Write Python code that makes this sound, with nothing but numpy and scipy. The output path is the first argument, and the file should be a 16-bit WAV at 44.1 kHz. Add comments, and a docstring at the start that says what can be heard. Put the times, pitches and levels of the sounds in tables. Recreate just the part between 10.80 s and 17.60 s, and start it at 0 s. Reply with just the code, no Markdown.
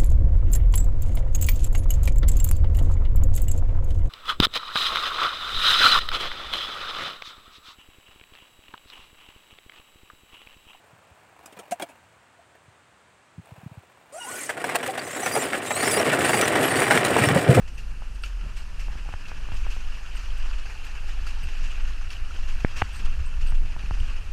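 """Soft bumps come first, then clacks of steering: a child's plastic pedal car stands in a quiet lane.
It sets off and rolls closer over pebbly concrete. Random contacts excite the dying modes of its hollow wheels
and shell; each stone sets loose parts striking one another, a loose panel slaps and grit snaps.
Stick-slip friction makes the dry axle groan, then squeal about twice a second.
At the end bumps and shaped noise buffet the microphone, over a steady outdoor wash."""
import sys
import numpy as np
from scipy import signal
from scipy.fft import irfft, next_fast_len
from scipy.io import wavfile

SR = 44100
rng = np.random.default_rng(int(sys.argv[2]) if len(sys.argv) > 2 else 0)


def wav_out(sig):
    """Save sig, one row per channel (or a flat mono array), as 16-bit PCM at SR to the path in sys.argv[1]."""
    wavfile.write(sys.argv[1], SR, np.round(np.clip(np.atleast_2d(sig).T, -1, 1) * 32767).astype(np.int16))


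N = 299880
TIME = np.arange(N) / SR
EDGE_HZ = 15900  # upper band limit


def amp(db):
    """Logarithmic level: decibels become an amplitude gain."""
    return 10 ** (np.asarray(db) / 20)


def unit(x):
    """Normalisation: scales a sound to rms 1."""
    return x / np.sqrt(np.mean(x ** 2) + 1e-20)


def follow(rows, t=TIME):
    """Linear interpolation: the columns of a curve at times t."""
    s, *columns = np.transpose(rows)
    return [np.interp(t, s, c) for c in columns]


def read(points, hz):
    """Log-frequency interpolation: the level of a spectrum at the frequencies hz."""
    f, db = np.transpose(points)
    return np.interp(np.log(hz + 1), np.log(f + 1), db)


def add(mix, s, sound):
    """Superposition: mixes a sound in at time s."""
    part = mix[max(round(s * SR), 0):][:len(sound)]
    part += sound[:len(part)]


def colour(x, points):
    """Minimum-phase filtering: the spectrum's gain fixes a causal response, found by Hilbert transform."""
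    size = 4096
    hz = abs(np.fft.fftfreq(size, 1 / SR))
    log_gain = np.log(amp(np.maximum(read(points, hz), -100)))
    taps = np.fft.ifft(np.exp(np.conj(signal.hilbert(log_gain)))).real
    return signal.fftconvolve(x, taps[:size // 2])[:len(x)]


def cut(x, hz, kind, order=3):
    """Butterworth filtering: low-pass or high-pass."""
    sections = signal.butter(order, min(hz, SR / 2 - 1), kind, fs=SR, output="sos")
    return signal.sosfilt(sections, x)


def wander(size, hz):
    """Band-limited noise: slow chance of rms about 1, up to about hz."""
    f = np.fft.rfftfreq(next_fast_len(size + SR // 4), 1 / SR)
    bins = rng.standard_normal(len(f)) + 1j * rng.standard_normal(len(f))
    return unit(irfft(bins / (1 + (f / hz) ** 4)))[:size]


def hops(size, per_s):
    """Random step process: a value that holds for a moment, then jumps to another."""
    return rng.standard_normal(size)[np.cumsum(rng.random(size) < per_s / SR) % size]


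def ring(t60, direct, size=3000):
    """Impulse response of a plastic part: the blow itself, then a dense cloud of dying modes."""
    tail = rng.standard_normal(size) * amp(-60 * np.arange(size) / SR / t60)
    tail /= np.linalg.norm(tail)
    tail[0] += direct
    return tail


def contacts(per_s, spread_db, t60, direct, count=4):
    """Random impulse excitation: contacts of uneven size, each of count parts ringing in its own way."""
    out = np.zeros(N)
    for _ in range(count):
        size = amp(spread_db * np.minimum(rng.exponential(1, N), 3.5)) * rng.choice([-1, 1], N)
        hits = size * (rng.random(N) < per_s / count / SR)
        out += signal.oaconvolve(hits, ring(t60, direct))[:N]
    return out


FIRST_CONTACT = 1.38  # size of the first blow; the others scatter about 1 and then die


def flurry(length, per_s, spread_db, size=5000):
    """Repeated impact: loose parts strike each other in a quick, dying run of blows."""
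    t = np.arange(size) / SR
    blows = amp(spread_db * rng.standard_normal(size)) * rng.choice([-1, 1], size)
    dying = np.sqrt(np.maximum(1 - (t / length) ** 2, 0))
    blows *= (rng.random(size) < per_s / SR) * dying
    blows[0] = FIRST_CONTACT
    return blows


def struck(blows, spectrum, t60, direct):
    """Convolution of blows with a modal response: a plastic part rings under them."""
    return colour(signal.fftconvolve(blows, ring(t60, direct))[:len(blows)], spectrum)


def burst(x, length):
    """Energy normalisation: scales a short sound to rms 1 over its length plus 2 ms."""
    return x * np.sqrt((length + 0.002) * SR / (np.sum(x ** 2) + 1e-20))


def throb(rows, sag, size=5000):
    """Damped resonance: a few cycles that swell, sag in pitch and die."""
    out, t = np.zeros(N), np.arange(size) / SR
    for s, hz, db, cycles in rows:
        u = t * hz / cycles  # 1 at the height of the swell, where the pitch is hz
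        turns = np.cumsum(hz * (1 + sag * (np.exp(-u / 2) - np.exp(-1 / 2)))) / SR
        add(out, s, amp(db) * (u * np.exp(1 - u)) ** 1.46 * np.sin(2 * np.pi * turns))
    return out


FULL_DB = -22.5  # level of the roll at full pace
# how hard the wheels roll, growing with speed and nearness: start_s [s], level_db [dB]
ROLL = [(3.4, -55), (3.53, -40.5), (3.68, -42), (3.9, -33), (4.25, -36.5), (4.45, -33), (4.6, -30.5),
        (4.85, -32.5), (5.13, -25.5), (5.42, -23.5), (6.3, -22.5), (6.8, -26.5)]


def effort(t=TIME):
    """Relative level: the roll in dB against full pace."""
    return follow(ROLL, t)[0] - FULL_DB


SKIP_S, SKIP_DB = 0.021, -1  # how long the tread is in the air before a stone; change of the roll meanwhile
# stones jolt the body: start_s [s], level_db [dB], knock_db of the hollow body [dB re level_db], rattle_s [s]
JOLTS = [(3.693, -25, -24, 0.016), (3.770, -37, 28, 0.013), (3.806, -35.5, 10, 0.011),
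         (3.842, -26, 24.5, 0.013), (3.892, -25.5, -2, 0.01), (3.917, -35.5, 17, 0.019),
         (3.947, -27, 23, 0.02), (4.029, -29, 6, 0.019), (4.063, -27, 10, 0.0032), (4.176, -30, -5, 0.024),
         (4.364, -33, -1, 0.013), (4.462, -20.5, -2, 0.0082), (4.552, -23, -11, 0.0076),
         (4.562, -27.5, 6, 0.019), (4.622, -29.5, -2.5, 0.018), (4.732, -31, 3, 0.028),
         (4.907, -25, 3, 0.01), (4.961, -28.5, -4, 0.016), (5.027, -21, -3, 0.02), (5.073, -25, -2, 0.017),
         (5.163, -27.5, 8.5, 0.021), (5.190, -23, 4.5, 0.021), (5.260, -31.5, 8.5, 0.035),
         (5.328, -21, -0.5, 0.016), (5.388, -28, 3, 0.01), (5.448, -20, -13, 0.0084),
         (5.493, -20, -5, 0.016), (5.533, -19.5, -4.5, 0.013), (5.573, -27.5, -1, 0.017),
         (5.756, -19, -9, 0.0064), (5.832, -23, -3, 0.026), (6.103, -18.5, -7.5, 0.032),
         (6.143, -22, 1, 0.028), (6.174, -24, -4, 0.017), (6.303, -34, 8, 0.0099), (6.368, -16, 1, 0.00097),
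         (6.379, -21, -3, 0.017), (6.423, -21, 0, 0.025), (6.488, -15.5, -1.5, 0.0028),
         (6.555, -38.5, 22.5, 0.02), (6.688, -38.5, 20, 0.053), (6.742, -23.5, -1, 0.028),
         (6.772, -36, 22, 0.015)]


def skipping():
    """Loss of contact: the tread lifts clear for an instant before it lands on each stone."""
    lift = np.zeros(N)
    for s, *_ in JOLTS:
        add(lift, s - SKIP_S, signal.windows.tukey(round(SKIP_S * SR), .5))
    return amp(SKIP_DB * np.minimum(lift, 1))


START_S, SPIN_UP_S = 3.322, 0.2  # the car sets off and gathers way
# each layer of the roll: (dB at full pace, dB it gains for each dB of roll)
RUMBLE, DRUM, CHATTER, CRUNCH = (-32.5, 1.32), (-23.5, 1), (-26.5, 0.94), (-33, 0.86)
# spectrum of low thuds and moving air: pitch_hz [Hz], level_db [relative dB per Hz]
LOW = [(18, -28), (30, -47), (71, -6.5), (106, 3.5), (155, 4.5), (200, -8.5), (254, -13.5), (330, -0.5),
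       (430, -48), (730, -120)]
# spectrum of the hollow plastic shell: pitch_hz [Hz], level_db [relative dB per Hz]
SHELL = [(100, -48.5), (170, 4), (250, 3), (320, 3), (410, 5.5), (490, 3), (720, 2), (1050, -8.5),
         (1680, -3.5), (2860, -10.5), (4400, -26), (5850, -25), (9900, -120)]
# spectrum of grit and sharp edges: pitch_hz [Hz], level_db [relative dB per Hz]
GRIT = [(60, -14), (500, -12.5), (1760, 6.5), (3000, 0.5), (4230, -1), (4700, -5), (6000, -8), (8460, 4),
        (13200, -14), (15100, -6), (16000, -29)]


def rolling():
    """Roughness excitation: pebbles drum on hollow wheels, the shell chatters, grit crunches under the tread."""
    moving = np.clip((TIME - START_S) / SPIN_UP_S, 0, 1) ** 0.068
    rumble = colour(contacts(per_s=380, spread_db=0.5, t60=0.021, direct=0.98), LOW)
    drum = colour(contacts(per_s=900, spread_db=4.5, t60=0.06, direct=0.49), SHELL)
    drum = cut(cut(drum, 1510, "low"), 230, "high")
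    chatter = colour(contacts(per_s=500, spread_db=4, t60=.035, direct=.8), SHELL)
    chatter = cut(chatter, 1000, "high")
    grit = colour(contacts(per_s=980, spread_db=8.0, t60=0.072, direct=0.37), GRIT)
    layers = (rumble, RUMBLE), (drum, DRUM), (chatter, CHATTER), (grit, CRUNCH)
    roll = sum(unit(sound) * amp(db + growth * effort()) for sound, (db, growth) in layers)
    return moving * skipping() * roll


JOLT_RATTLE_PER_S = 800  # mean rate of the blows in a rattle
JOLT_EDGE_DB = -9.5  # the parts' sharp edges, relative to the jolt


def jolts(deep_hz, deeper_per_db):
    """Impact of a stone: knock, clatter and tick; the harder the car rolls, the deeper the modes it reaches."""
    out = np.zeros(N)
    for s, db, knock_db, length in JOLTS:
        blows = flurry(length, per_s=JOLT_RATTLE_PER_S, spread_db=4.0)
        shell = struck(blows, SHELL, t60=0.051, direct=0.83)
        edge = struck(blows, GRIT, t60=0.11, direct=1.0)
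        lowest_hz = deep_hz * amp(-deeper_per_db * effort(s))
        knock = cut(cut(shell, 690, "low"), lowest_hz, "high", order=2)
        clatter = cut(shell, 714, "high")
        for part, part_db in (knock, knock_db), (clatter, 0), (edge, JOLT_EDGE_DB):
            add(out, s, amp(db + part_db) * burst(part, length))
    return out


# a loose panel now and then slaps the frame as the car rolls:
# start_s [s], main mode pitch_hz [Hz], level_db [dB]
SLAPS = [(4.733, 1670, -13), (5.077, 1760, -10.5), (5.533, 1740, -16), (6.020, 1710, -11.5),
         (6.109, 1840, -6), (6.175, 1970, -8), (6.365, 836, -6.5)]
# modes of that panel: ratio to the main mode [1], level_db [dB re the slap]
PANEL = [(.8, -4), (1, 1), (1.23, -4), (1.62, -9.5)]


def slaps(t60, scatter, size=2000):
    """Modal synthesis: each slap rings the panel's short modes, a little differently at every spot."""
    out, t = np.zeros(N), np.arange(size) / SR
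    for s, hz, db in SLAPS:
        for ratio, mode_db in PANEL:
            mode_hz = hz * ratio * (1 + scatter * rng.standard_normal())
            decay = amp(db + mode_db - 60 * t / t60)
            add(out, s, decay * rng.choice([-1, 1]) * np.sin(2 * np.pi * mode_hz * t))
    return out


# grains of grit snap: start_s [s], level_db [dB], crackle_s [s]
SNAPS = [(2.657, -54, .002), (3.955, -21, 0.0062), (4.063, -33.5, 0.0033), (4.076, -29.5, 0.0013),
         (5.111, -25, 0.0017), (5.141, -23.5, 0.0018), (5.606, -24.5, 0.015), (5.678, -26.5, .008),
         (6.002, -22, .002), (6.249, -28.5, 0.04)]


def snaps():
    """Brittle fracture: grit cracks with a short, bright tick."""
    out = np.zeros(N)
    for s, db, length in SNAPS:
        blows = flurry(length, per_s=790, spread_db=10.0)
        crack = struck(blows, GRIT, t60=0.022, direct=0.19)
        add(out, s, amp(db) * burst(crack, length))
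    return out


def slipping(hz, unsteady, jitter_hz, hops_per_s):
    """Slip counting: integrates the slip rate of a dry contact, which jitters and hops as it shifts."""
    stray = wander(len(hz), jitter_hz) + .6 * hops(len(hz), hops_per_s)
    return np.cumsum(hz * (1 + unsteady * stray)) / SR


def glides(rows, steady, rough_per_rise):
    """Frequency glide: each friction note slides evenly; the further it slides, the rougher it is."""
    for s, length, first_hz, last_hz, db in rows:
        t = np.arange(0, length, 1 / SR)
        hz = first_hz + (last_hz - first_hz) * t / length
        yield s, hz, db, steady + rough_per_rise * abs(last_hz / first_hz - 1)


def stick_slip(notes, harmonics_db, jitter_hz, flutter_db):
    """Stick-slip friction: a few harmonics that flutter as the contact bites and lets go."""
    out = np.zeros(N)
    for s, hz, db, unsteady in notes:
        turns = slipping(hz, unsteady, jitter_hz, hops_per_s=70)
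        tone = np.zeros(len(hz))
        for k, harmonic_db in enumerate(harmonics_db, 1):
            flutter = amp(harmonic_db + flutter_db * wander(len(hz), hz=80))
            tone += flutter * np.sin(2 * np.pi * k * turns)
        add(out, s, unit(tone) * amp(db) * signal.windows.tukey(len(hz), .2))
    return out


# spectrum of the axle's hub: pitch_hz [Hz], level_db [relative dB per Hz]
HUB = [(600, -30), (2200, 6), (3600, -6), (5800, 2), (8500, 11.5), (10500, 1), (15000, -6)]


def scrape(hz, hiss_db, count=19):
    """Harmonic friction: strands bend with the slip rate, each catching and breaking off alone, over hiss."""
    strands = np.zeros(len(hz))
    for k in range(2, count):
        turns = slipping(k * hz, unsteady=.024, jitter_hz=450, hops_per_s=55)
        grip = amp(8 * np.minimum(wander(len(hz), hz=45), 1.4))
        strands += grip * np.sin(2 * np.pi * turns) * (k * hz < EDGE_HZ)
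    hiss = rng.standard_normal(len(hz)) * amp(2 * wander(len(hz), hz=400))
    return unit(colour(unit(strands) + amp(hiss_db) * unit(hiss), HUB))


RELEASE_S = 0.12  # the axle frees itself after the tightest point


def binding(tightest, lead):
    """Periodic binding: one turn's times and its slack, 1 when free and 0 at the tightest point."""
    t = np.arange(-lead, RELEASE_S, 1 / SR)
    return tightest + t, np.where(t < 0, -t / lead, t / RELEASE_S)


SLIP_HZ, SLIP_SAG = 1168, 0.19  # slips per s at the tightest point; share by which that falls when slack
RUB_SLACK_DB = -15.5  # level of the rubbing when slack, relative to the tightest point
# the axle scrapes through its first turn: start_s [s], slip_rate [slips per s], level_db [dB]
SCRAPE = [(3.323, 630, -51.5), (3.451, 620, -41.5), (3.581, 840, -36), (3.662, 610, -36), (3.75, 530, -61)]
# the axle binds once a turn: tightest_s [s], tightening_s [s], level_db of the dry rubbing when tightest [dB]
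TURNS = [(4.58, 0.39, -32), (5.109, 0.3, -30), (5.58, 0.2, -31), (6.027, 0.28, -34.5), (6.45, 0.38, -41)]


def rubbing():
    """Load-dependent friction: a scrape, then binding once a turn, slipping faster and louder as it tightens."""
    out, t = np.zeros(N), np.arange(SCRAPE[0][0], SCRAPE[-1][0], 1 / SR)
    hz, db = follow(SCRAPE, t)
    add(out, t[0], amp(db) * scrape(hz, hiss_db=-2))
    for tightest, lead, db in TURNS:
        t, slack = binding(tightest, lead)
        rub = scrape(SLIP_HZ * (1 - SLIP_SAG * slack ** 2), hiss_db=-3)
        add(out, t[0], rub * amp(db + RUB_SLACK_DB * slack) * signal.windows.tukey(len(t), .2))
    return out


# the axle squeals, mostly upward: start_s [s], length_s [s], first_hz [Hz], last_hz [Hz],
# level_db before the high-pass [dB]
SQUEALS = [(4.293, 0.16, 3450, 4090, -42), (4.518, 0.044, 4780, 4920, -31.5),
           (4.615, .052, 5530, 4750, -39), (4.865, 0.088, 3720, 3920, -36), (4.94, 0.16, 4120, 4920, -33),
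           (5.111, 0.07, 4940, 4740, -28.5), (5.432, 0.2, 4380, 4910, -35.5), (5.879, 0.2, 4340, 4780, -36),
           (6.37, 0.1, 4360, 4720, -37)]
# the axle catches for an instant: start_s [s], pitch_hz [Hz], level_db [dB], length_s [s]
CHIRPS = [(4.193, 4620, -36, 0.011), (4.42, 6010, -37, 0.045), (4.587, 7320, -34.5, .042),
          (5.045, 5320, -36.5, 0.068), (5.056, 7200, -33, .018), (5.176, 5630, -32.5, 0.026),
          (5.611, 5920, -35, 0.045), (5.813, 11310, -36.5, 0.075), (6.46, 5420, -37, 0.029)]
# the axle groans at low speed: start_s [s], length_s [s], first_hz [Hz], last_hz [Hz], level_db [dB]
GROANS = [(3.322, 0.077, 556, 770, -39.5), (3.37, 0.25, 1400, 1535, -43.5), (3.4, 0.064, 2880, 2780, -42.5),
          (3.405, 0.07, 1030, 722, -44), (3.463, .058, 940, 1245, -41.5), (3.598, 0.065, 2240, 1940, -46)]


def axle():
    """Self-excited friction: the dry axle groans and scrapes as it sets off, then rubs, squeals and catches."""
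    held = [(s, length, hz, hz, db) for s, hz, db, length in CHIRPS]
    squeal = stick_slip(glides(SQUEALS, steady=.006, rough_per_rise=.15),
                        harmonics_db=[-4, 0, -16], jitter_hz=800, flutter_db=4.5)
    catches = stick_slip(glides(held, steady=.008, rough_per_rise=0),
                         harmonics_db=[0, -20], jitter_hz=900, flutter_db=4)
    groan = stick_slip(glides(GROANS, steady=.012, rough_per_rise=.07),
                       harmonics_db=[0, -13], jitter_hz=300, flutter_db=3)
    return cut(squeal, 4100, "high") + catches + groan + rubbing()


CLACK_CLATTER_DB = -4  # the column's clatter, relative to its knock
# the steering takes up its play: start_s [s], level_db [dB], edge_db [dB re level_db], rattle_s [s]
CLACKS = [(0.659, -50.5, 8.5, 0.0037), (.725, -49.5, -7, 0.0093), (.769, -45, -20, 0.011),
          (.79, -41.5, -5.5, 0.011), (0.879, -52, -20, .004), (0.911, -43.5, 6, 0.006),
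          (.918, -36.5, 1.5, 0.01), (.998, -33, -30, 0.0058), (1.014, -38.5, -9, 0.0054),
          (1.022, -31.5, -5, 0.0076), (1.088, -53, -4.5, 0.024), (1.752, -52, -37, 0.0051)]
# the hollow body rings, after a steering clack or as the car rolls:
# start_s [s], pitch_hz [Hz], level_db [dB], swell [cycles]
RINGS = [(.9205, 710, -19, 4.6), (1.021, 3330, -30, 9.9), (1.026, 685, -29, 4.5), (1.59, 690, -46, 3.8),
         (4.075, 522, -26.5, 4.7), (4.083, 773, -23.5, 8.6), (4.43, 760, -21.5, 2.5)]
# spectrum of the steering column: pitch_hz [Hz], level_db [relative dB per Hz]
COLUMN = [(100, -23), (180, -4.5), (450, 1), (700, 3), (1300, -6), (2400, -5), (3300, -13.5), (4800, -24)]
# spectrum of the steering linkage: pitch_hz [Hz], level_db [relative dB per Hz]
LINKAGE = [(60, -28), (180, 11), (2500, -1.5), (3400, -5.5), (5550, -2), (8700, 4.5), (15000, -16)]


def steering_and_body():
    """Impact and resonance: the column knocks and clatters, the linkage ticks; the hollow body rings."""
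    out = throb(RINGS, sag=0.027)
    for s, db, edge_db, length in CLACKS:
        blows = flurry(length, per_s=1300, spread_db=1.5)
        column = struck(blows, COLUMN, t60=0.064, direct=0.65)
        edge = struck(blows, LINKAGE, t60=0.052, direct=0.64)
        knock, clatter = cut(column, 1100, "low"), cut(column, 1200, "high")
        for part, part_db in (knock, 0), (clatter, CLACK_CLATTER_DB), (edge, edge_db):
            add(out, s, amp(db + part_db) * burst(part, length))
    return out


BUMP_CYCLES = 0.56  # cycles that a bump takes to swell
# soft bumps and puffs of air on the microphone: start_s [s], pitch_hz at the swell [Hz],
# envelope peak level_db before the high-pass [dB]
BUMPS = [(.13, 128, -45), (.31, 85, -46), (1.88, 113, -44.5), (2.580, 133, -29.5), (2.592, 148, -32),
         (2.718, 117, -33), (2.778, 125, -38), (2.832, 167, -36), (2.861, 144, -26.5), (2.914, 130, -34),
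         (2.973, 115, -31.5), (6.47, 142, -11.5), (6.557, 179, -8), (6.692, 149, -3), (6.708, 157, -7.5),
         (6.771, 161, -11), (6.790, 163, -3)]
# air flutters round the microphone: start_s [s], end_s [s], level_db before the flutter [dB]
GUSTS = [(6.38, 6.632, -26), (6.656, 6.88, -18.5)]


def buffeting():
    """Pressure fluctuation: low puffs and a lumpy flutter of air on the microphone."""
    puffs = throb([(*bump, BUMP_CYCLES) for bump in BUMPS], sag=0.45)
    out = cut(puffs, 55, "high", order=2)
    for start, end, db in GUSTS:
        size = round((end - start) * SR)
        air = colour(rng.standard_normal(size), LOW)
        air = unit(cut(cut(air, 470, "low"), 110, "high"))
        lumps_db = 3 * wander(size, hz=22)
        add(out, start, air * amp(db + lumps_db) * signal.windows.tukey(size, .4))
    return out


# the child shifts in the seat: start_s [s], level_db [dB]
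RUSTLE = [(.55, -60.5), (.6, -52), (1.1, -56.5), (1.3, -65), (2.5, -71.5), (2.7, -54.5), (3.2, -60.5)]


def seat():
    """Light sliding contact: clothes and hands rub on the plastic."""
    rub = colour(contacts(per_s=460, spread_db=2.0, t60=0.022, direct=0.49), COLUMN)
    return unit(rub) * amp(follow(RUSTLE)[0])


LANE_DB = -58  # rms level of the wash
# spectrum of the outdoor wash: pitch_hz [Hz], level_db [relative dB per Hz]
LANE = [(18, -62), (30, -23), (79, 7.5), (266, -2.5), (700, 0.5), (1430, 1), (2800, -6.5), (5500, -18),
        (8300, -12.5), (11500, -31.5), (16000, -45)]


def lane():
    """Diffuse background: filtered noise makes a steady distant outdoor wash."""
    return unit(colour(rng.standard_normal(N), LANE)) * amp(LANE_DB)


def scene():
    """Superposition of the car, its steering and axle, the air and the lane."""
    stones = jolts(deep_hz=142, deeper_per_db=4.5) + slaps(t60=0.012, scatter=0.013) + snaps()
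    return (lane() + seat() + steering_and_body() + rolling() + stones + axle() + buffeting())[None]


def record(dry):
    """Band limiting: the microphone loses the deepest bass, and a steep low-pass ends the treble."""
    low_pass = signal.firwin(511, EDGE_HZ, window=("kaiser", 9), fs=SR)
    return signal.oaconvolve(cut(dry, 46, "high", order=1), low_pass[None], "same")


dry = scene()
out = record(dry)
wav_out(out)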